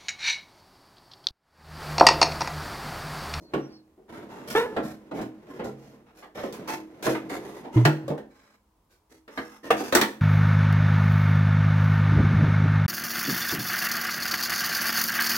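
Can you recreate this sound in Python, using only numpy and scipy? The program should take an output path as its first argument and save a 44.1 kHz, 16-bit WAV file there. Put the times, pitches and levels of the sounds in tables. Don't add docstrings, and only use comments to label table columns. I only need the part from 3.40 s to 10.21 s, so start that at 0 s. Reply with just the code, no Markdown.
import sys
import numpy as np
from scipy import signal
from scipy.fft import rfft, irfft, next_fast_len
from scipy.io import wavfile
from scipy.ndimage import uniform_filter1d

SR = 44100
rng = np.random.default_rng(int(sys.argv[2]) if len(sys.argv) > 2 else 0)


def put_to_file(sound):
    columns = np.atleast_2d(sound).T
    safe = np.clip(columns, -1, 1)
    whole_steps = np.round(safe * 32767)
    wavfile.write(sys.argv[1], SR, whole_steps.astype(np.int16))


N = 300321
TIME = np.arange(N) / SR
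EVENT_TIME = TIME[:SR * 3 // 5]
EVENT_HZ = np.maximum(np.fft.rfftfreq(len(EVENT_TIME), 1 / SR), 1)
TOP_HZ = 16000


# (frequency [Hz], relative level [dB])
BLOW_SPECTRUM = [(15, -43), (60, -7.5), (120, -16.5), (200, 3), (340, 4.5), (520, 2), (800, 0.5),
                 (1400, -1), (1900, -3.5), (2800, -11.5), (4000, -8), (7000, -13), (10000, -16.5),
                 (15000, -16)]
# (time [s], level [dB], hollow body [dB], sharp crack [dB], pitch of the struck spot [Hz])
BLOWS = [(0.135, -32.5, 7, -18, 378), (0.576, -78, 24.5, -13, 390), (1.363, -32.5, 5.5, -21.5, 534),
         (1.711, -44, 8.5, -19.5, 700), (1.782, -43.5, 4.5, -33, 694), (1.814, -50, 1, 0, 875),
         (2.193, -42, 9.5, -22, 2580), (2.823, -48, -6.5, -23.5, 800), (2.972, -43.5, -0.5, -28, 603),
         (3.033, -42.5, 12, -11, 367), (3.125, -56, -8, 10.5, 970), (3.279, -50.5, 8, 6, 885),
         (3.625, -52, -5, 6, 900), (3.66, -29, 4, -28, 723), (3.746, -33.5, -1, -20, 317),
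         (4.246, -47.5, 3, -20.5, 903), (4.364, -36.5, 9.5, -24.5, 300), (4.451, -18.5, -3, -9.5, 1680),
         (4.679, -43.5, 12.5, -6, 527), (4.702, -47, 20.5, -10, 515), (4.777, -49, 5.5, -10, 1700),
         (5.878, -50, 1, -12.5, 442), (5.974, -31.5, -2, -18, 1680), (6.304, -16, -5.5, -17.5, 462),
         (6.403, -40, 12.5, -11, 298), (6.524, -25, 1.5, -7, 569), (6.55, -17.5, 0, 0.5, 353),
         (6.571, -23.5, -4, -11, 350), (6.613, -21.5, -2, -2.5, 1980)]


def knocks(modes, crack_db=-1, tail_db=-18, tail_t60=0.47, body_rise_s=0.003):
    out, tone = np.zeros((2, N)), spectrum(BLOW_SPECTRUM, EVENT_HZ)
    for s, db, body, crack, hz in BLOWS:
        clacks = split(colour(stereo_noise(len(EVENT_TIME)), tone * contact_spot(hz, q=8, db=6)))
        rings = split(shell_ring(modes)) * undb([[-14], [-19], [-19]])
        t60 = 0.13 * 2 ** ((-17 - db) / 40.5)
        contact_s = 0.00013 * 2 ** (-crack / 4.5)
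        rises = (contact_s + body_rise_s, contact_s, contact_s)
        gains = undb([body, 0, crack + crack_db])
        stretches = (1.15, 0.9, 0.6)
        for clack, ring, gain, rise, stretch in zip(clacks, rings, gains, rises, stretches):
            envelope = fade(t60 * stretch) + undb(tail_db) * fade(tail_t60 * np.sqrt(stretch))
            blow = (unit(clack) * envelope + ring) * (1 - np.exp(-EVENT_TIME / rise))
            onset_rms = np.sqrt(np.mean(blow[:, :SR // 50] ** 2))
            add(out, s, blow * (undb(db) * gain / onset_rms))
    return out


# (time [s], pitch [Hz], level [dB], t60 [s])
LANDINGS = [(0.149, 142.6, -27.5, 0.3), (1.827, 124, -37, 0.32), (2.25, 136, -37.5, 0.76),
            (3.672, 132, -30.5, 0.44), (4.358, 120.2, -7.5, 0.55), (4.452, 149.6, -9.5, 0.34),
            (4.641, 134.7, -35, 1), (4.697, 150, -19.5, 0.2)]


def booms(overtone_ratio=2.68, overtone_db=-4, rise_s=0.0079, choke_t60=0.19):
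    out = np.zeros(N)
    next_times = [row[0] for row in LANDINGS[1:]] + [TIME[-1]]
    for (s, hz, db, t60), next_s in zip(LANDINGS, next_times):
        phase = 2 * np.pi * hz * EVENT_TIME
        overtone = undb(overtone_db) * np.sin(overtone_ratio * phase) * fade(0.34 * t60)
        panel = np.sin(phase) * fade(t60) + overtone
        choke = fade(choke_t60, hold_s=next_s - s)
        add(out, s, undb(db) * panel * choke * (1 - np.exp(-EVENT_TIME / rise_s)))
    return out


# (frequency [Hz], relative level [dB], t60 [s])
SHELL_MODES = [(135, -11, .5), (214, -1, .6), (248, -4, .45), (275, -3, .45), (316, 0, .6), (357, 0, .35),
               (420, -2, .28), (473, -1, .42), (535, -7, .35), (620, -7, .22), (705, -4, .25),
               (812, -6, .2), (985, -11, .22), (1070, -6, .2), (1234, -10, .2), (1315, -9, .2),
               (1728, -5, .38), (1915, -4, .2), (2410, -9, .18), (3900, -11, .14)]


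def tank_modes():
    return np.array([undb(db) * fade(t60) * np.sin(2 * np.pi * hz * EVENT_TIME)
                     for hz, db, t60 in SHELL_MODES])


def shell_ring(modes, scatter_db=4, detune=0.012):
    strength, polarity = rng.standard_normal((2, len(modes)))
    ring = (np.sign(polarity) * undb(scatter_db * strength)) @ modes
    pitch_ratio = 1 + detune * rng.standard_normal()
    return np.interp(EVENT_TIME * pitch_ratio, EVENT_TIME, ring, right=0)


def contact_spot(hz, q, db, ripple_db=4.5, count=70):
    centres = np.geomspace(250, TOP_HZ, count)
    ripple = undb(ripple_db * rng.standard_normal(count) / np.hypot(1, centres / 5000))
    main = 1 + undb(db) / (1 + 1j * q * (EVENT_HZ / hz - hz / EVENT_HZ))
    return main * np.interp(EVENT_HZ, centres, ripple)


# (time [s], slip rate [Hz], level [dB])
SQUEAK_PATH = [(1.15, 420, -23), (1.153, 410.4, -17.5), (1.178, 449.3, -18.5), (1.199, 469.2, -22),
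               (1.236, 470, -27.5), (1.268, 449, -31), (1.285, 446, -36.5), (1.359, 431, -38.5)]
# (multiple of the slip rate, relative level [dB])
SQUEAK_HARMONICS = [(1, 0.5), (2, -5), (3, -8.5), (4, -10.5), (5, -14.5), (6, -16.5), (8, -14.5)]


def squeak(jitter=0.067, roughness=0.32, full_grip_db=-21, panel_hz=1725, panel_q=70, panel_db=10):
    times, rates, levels = np.transpose(SQUEAK_PATH)
    out, t = np.zeros(N), times[0] + EVENT_TIME
    noises = rng.standard_normal((1 + len(SQUEAK_HARMONICS), len(t)))
    wobble, *grips = (unit(uniform_filter1d(noise, SR // 400)) for noise in noises)
    slip_hz = np.interp(t, times, rates) * (1 + jitter * wobble)
    phase = 2 * np.pi * np.cumsum(slip_hz) / SR
    force = undb(np.interp(t, times, levels)) * np.clip((times[-1] - t) / 0.0058, 0, 1)
    edge = np.minimum(force / undb(full_grip_db), 1) ** 0.22
    tone = force * sum(undb(db) * edge ** (k - 1) * (1 + roughness * grip) * np.sin(k * phase)
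                       for (k, db), grip in zip(SQUEAK_HARMONICS, grips))
    panel = signal.lfilter(*signal.iirpeak(panel_hz, panel_q, fs=SR), tone + 1e-18)
    add(out, times[0], tone + undb(panel_db) * panel)
    return out


# (frequency [Hz], relative level [dB])
SLIDE_SPECTRUM = [(15, -48), (60, -9), (130, 1), (300, 9), (500, 0.5), (800, -2.5), (1400, -4.5),
                  (2000, -7), (3000, -14), (6000, -8), (9000, -15.5), (13000, -12), (16000, -24)]
# (time [s], length [s], level [dB], hollow body [dB], dry hiss [dB])
SCRAPES = [(0, 0.015, -67, 26, 6.5), (0.676, 0.15, -48, 5.5, -14.5), (0.875, 0.19, -49, 0, -15),
           (1.07, 0.13, -40.5, 1, 0), (1.419, 0.093, -47, 11.5, -5), (1.732, 0.1, -48, 16.5, -8),
           (2.073, .1, -51.5, 9, -12.5), (2.233, .035, -43, 11.5, -8.5), (2.364, 0.18, -62, 7.5, -4.5),
           (2.649, 0.1, -62, -6, -22), (2.744, 0.081, -57.5, -3, -2), (2.943, 0.14, -42.5, 2, -11.5),
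           (3.125, 0.033, -44.5, -15, -8), (3.273, 0.075, -32.5, -3.5, -9.5),
           (3.624, 0.086, -34, -1.5, -3.5), (3.889, 0.073, -37, 3, -10), (3.988, .22, -50, 6, -8),
           (4.32, .1, -42.5, 4.5, -10.5), (4.889, 0.26, -62, -6, -9), (5.489, 0.055, -68, -0.5, 1.5),
           (5.689, 0.069, -62.5, 7.5, 0.5), (5.898, 0.27, -52, -5, -6.5), (6.227, 0.068, -44.5, 5, -9.5),
           (6.361, 0.12, -40, -4, -3.5)]


def scraping(modes, tick_db=2):
    out, tone = np.zeros((2, N)), spectrum(SLIDE_SPECTRUM, EVENT_HZ)
    for s, length, db, body, hiss in SCRAPES:
        force = stick_force(length, db)
        spot_hz = 1100 * 2 ** rng.uniform(-1.4, 1)
        response = tone * contact_spot(spot_hz, q=5, db=-1)
        rasp = rub(force, response, modes, bands_db=(body, 0, hiss),
                   slips_per_s=430, spread_db=0.54, slip_t60=0.075, ring_db=-7)
        add(out, s, rasp + undb(hiss + tick_db) * grit_ticks(force))
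    return out


def stick_force(length, db, hardest_at=0.39, longest_bite_s=0.028, release_t60=0.21):
    bite_s = min(0.0047 * 2 ** ((-35 - db) / 5.5), longest_bite_s)
    swell_db = np.interp(EVENT_TIME / length, [0, hardest_at, 1], [-5.5, 0, -3])
    return undb(db + swell_db) * fade(release_t60, hold_s=length) * np.minimum(EVENT_TIME / bite_s, 1)


def rub(force, response, modes, bands_db, slips_per_s, spread_db, slip_t60, ring_db):
    size = len(force)
    strengths = undb(spread_db * np.minimum(rng.exponential(size=size), 5))
    slips = (rng.random(size) < slips_per_s / SR) * strengths
    pole = np.exp(-2 * np.log(1000) / (slip_t60 * SR))
    slip_envelope = np.sqrt(signal.lfilter([1], [1, -pole], slips ** 2 + 1e-18))
    rasp = unit(colour(stereo_noise(size), response) * slip_envelope * force)
    ring = unit(signal.fftconvolve(rasp.mean(axis=0), shell_ring(modes))[:size])
    bands = split(rasp + undb(ring_db) * ring)
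    return np.sqrt(np.mean(force ** 2)) * sum(undb(db) * unit(band) for db, band in zip(bands_db, bands))


def grit_ticks(force, per_s=30, scatter_db=3, t60=0.017, band_hz=(2000, 11000)):
    size = len(force)
    snaps = rng.random(size) < per_s / SR
    strengths = undb(scatter_db * np.clip(rng.standard_normal(size), -2, 2))
    tick = butter(stereo_noise(size) * fade(t60), 1, band_hz, "band")
    return signal.fftconvolve((snaps * strengths * force)[None], tick, axes=1)[:, :size]


# (time [s], level [dB])
DRAG_FORCE = [(0.0, -62.5), (0.19, -40.5), (0.41, -62.5), (0.68, -64), (0.84, -45.5), (1.37, -40.5),
              (1.53, -51), (2.32, -45), (2.6, -56.5), (2.92, -61), (3.17, -38), (3.47, -48), (3.64, -44),
              (3.82, -42), (4.24, -44), (4.62, -46), (5.08, -74.5), (5.4, -73.5)]


def dragging(modes):
    size = next_fast_len(N)
    force = undb(np.interp(np.arange(size) / SR, *np.transpose(DRAG_FORCE)))
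    response = spectrum(SLIDE_SPECTRUM, np.fft.rfftfreq(size, 1 / SR))
    return rub(force, response, modes, bands_db=(-2, -14, -27),
               slips_per_s=90, spread_db=2.0, slip_t60=0.36, ring_db=-5)[:, :N]


# (time [s], length [s], start pitch [Hz], middle pitch [Hz], end pitch [Hz], level [dB])
WHISTLES = [(0, .135, 4300, 4330, 4100, -61), (.195, .1, 5480, 5680, 5560, -57),
            (.315, .07, 5560, 5450, 5250, -57), (.28, .14, 4580, 4470, 4150, -59)]


def bird(waver=0.028):
    out = np.zeros(N)
    for s, length, start_hz, middle_hz, end_hz, db in WHISTLES:
        progress = np.linspace(0, 1, int(length * SR))
        glide_hz = np.interp(progress, [0, 0.5, 1], [start_hz, middle_hz, end_hz])
        wobble = unit(uniform_filter1d(rng.standard_normal(len(progress)), SR // 200))
        phase = 2 * np.pi * np.cumsum(glide_hz * (1 + waver * wobble)) / SR
        add(out, s, undb(db) * np.sin(np.pi * progress) * np.sin(phase))
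    return out


def yard_echoes(x, wet_db=-11, t60=0.24, echoes_per_s=1500, gap_s=0.0026):
    size = len(EVENT_TIME)
    echo = stereo_noise(size, apart_hz=500, width=0.63) * fade(t60)
    echo *= (rng.random(size) < echoes_per_s / SR) & (EVENT_TIME > gap_s)
    echo = butter(echo / np.sqrt(np.sum(echo ** 2) / 2), 2, 330, "high")
    return x + undb(wet_db) * signal.fftconvolve(x, echo, axes=1)[:, :N]


# (frequency [Hz], relative level [dB])
AIR_SPECTRUM = [(12, -31), (28, -12), (42, 3.5), (60, 2), (120, -7.5), (300, -17.5), (600, -17.5),
                (1000, -12.5), (1600, -28), (4000, -32), (15000, -34.5)]


def still_air(db=-68.5):
    return undb(db) * unit(colour(stereo_noise(N), spectrum(AIR_SPECTRUM, np.fft.rfftfreq(N, 1 / SR))))


def undb(db):
    return 10 ** (np.asarray(db) / 20)


def unit(x):
    return x / np.sqrt(np.mean(x ** 2))


def add(out, s, sound):
    start = max(0, int(s * SR))
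    part = sound[..., :N - start]
    out[..., start:start + part.shape[-1]] += part


def fade(t60, hold_s=0):
    return np.exp(-np.log(1000) * np.maximum(EVENT_TIME - hold_s, 0) / t60)


def spectrum(points, hz):
    point_hz, db = np.transpose(points)
    return undb(np.interp(np.log(np.maximum(hz, 1)), np.log(point_hz), db))


def colour(x, gain):
    return irfft(rfft(x) * gain, x.shape[-1])


def butter(x, order, hz, kind):
    return signal.sosfilt(signal.butter(order, hz, kind, fs=SR, output="sos"), x)


def split(x):
    return [butter(x, 4, 650, "low"), butter(x, 4, [650, 3300], "band"), butter(x, 4, 3300, "high")]


def stereo_noise(size, apart_hz=1200, width=0.97):
    mid, side = rng.standard_normal((2, size))
    pole = np.exp(-2 * np.pi * apart_hz / SR)
    side = width * signal.lfilter([pole, -pole], [1, -pole], side)
    return np.array([mid + side, mid - side])


def scene(pan_db=0.5, lag_samples=5):
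    modes = tank_modes()
    tank = knocks(modes) + scraping(modes) + dragging(modes) + booms() + squeak()
    left, right = yard_echoes(tank + bird())
    right = np.pad(right, (lag_samples, 0))[:N]
    return np.array([left * undb(-pan_db), right * undb(pan_db)]) + still_air()


def record(dry):
    return signal.sosfilt(signal.ellip(10, 0.2, 80, TOP_HZ, fs=SR, output="sos"), np.tanh(dry))


dry = scene()
out = record(dry)
put_to_file(out)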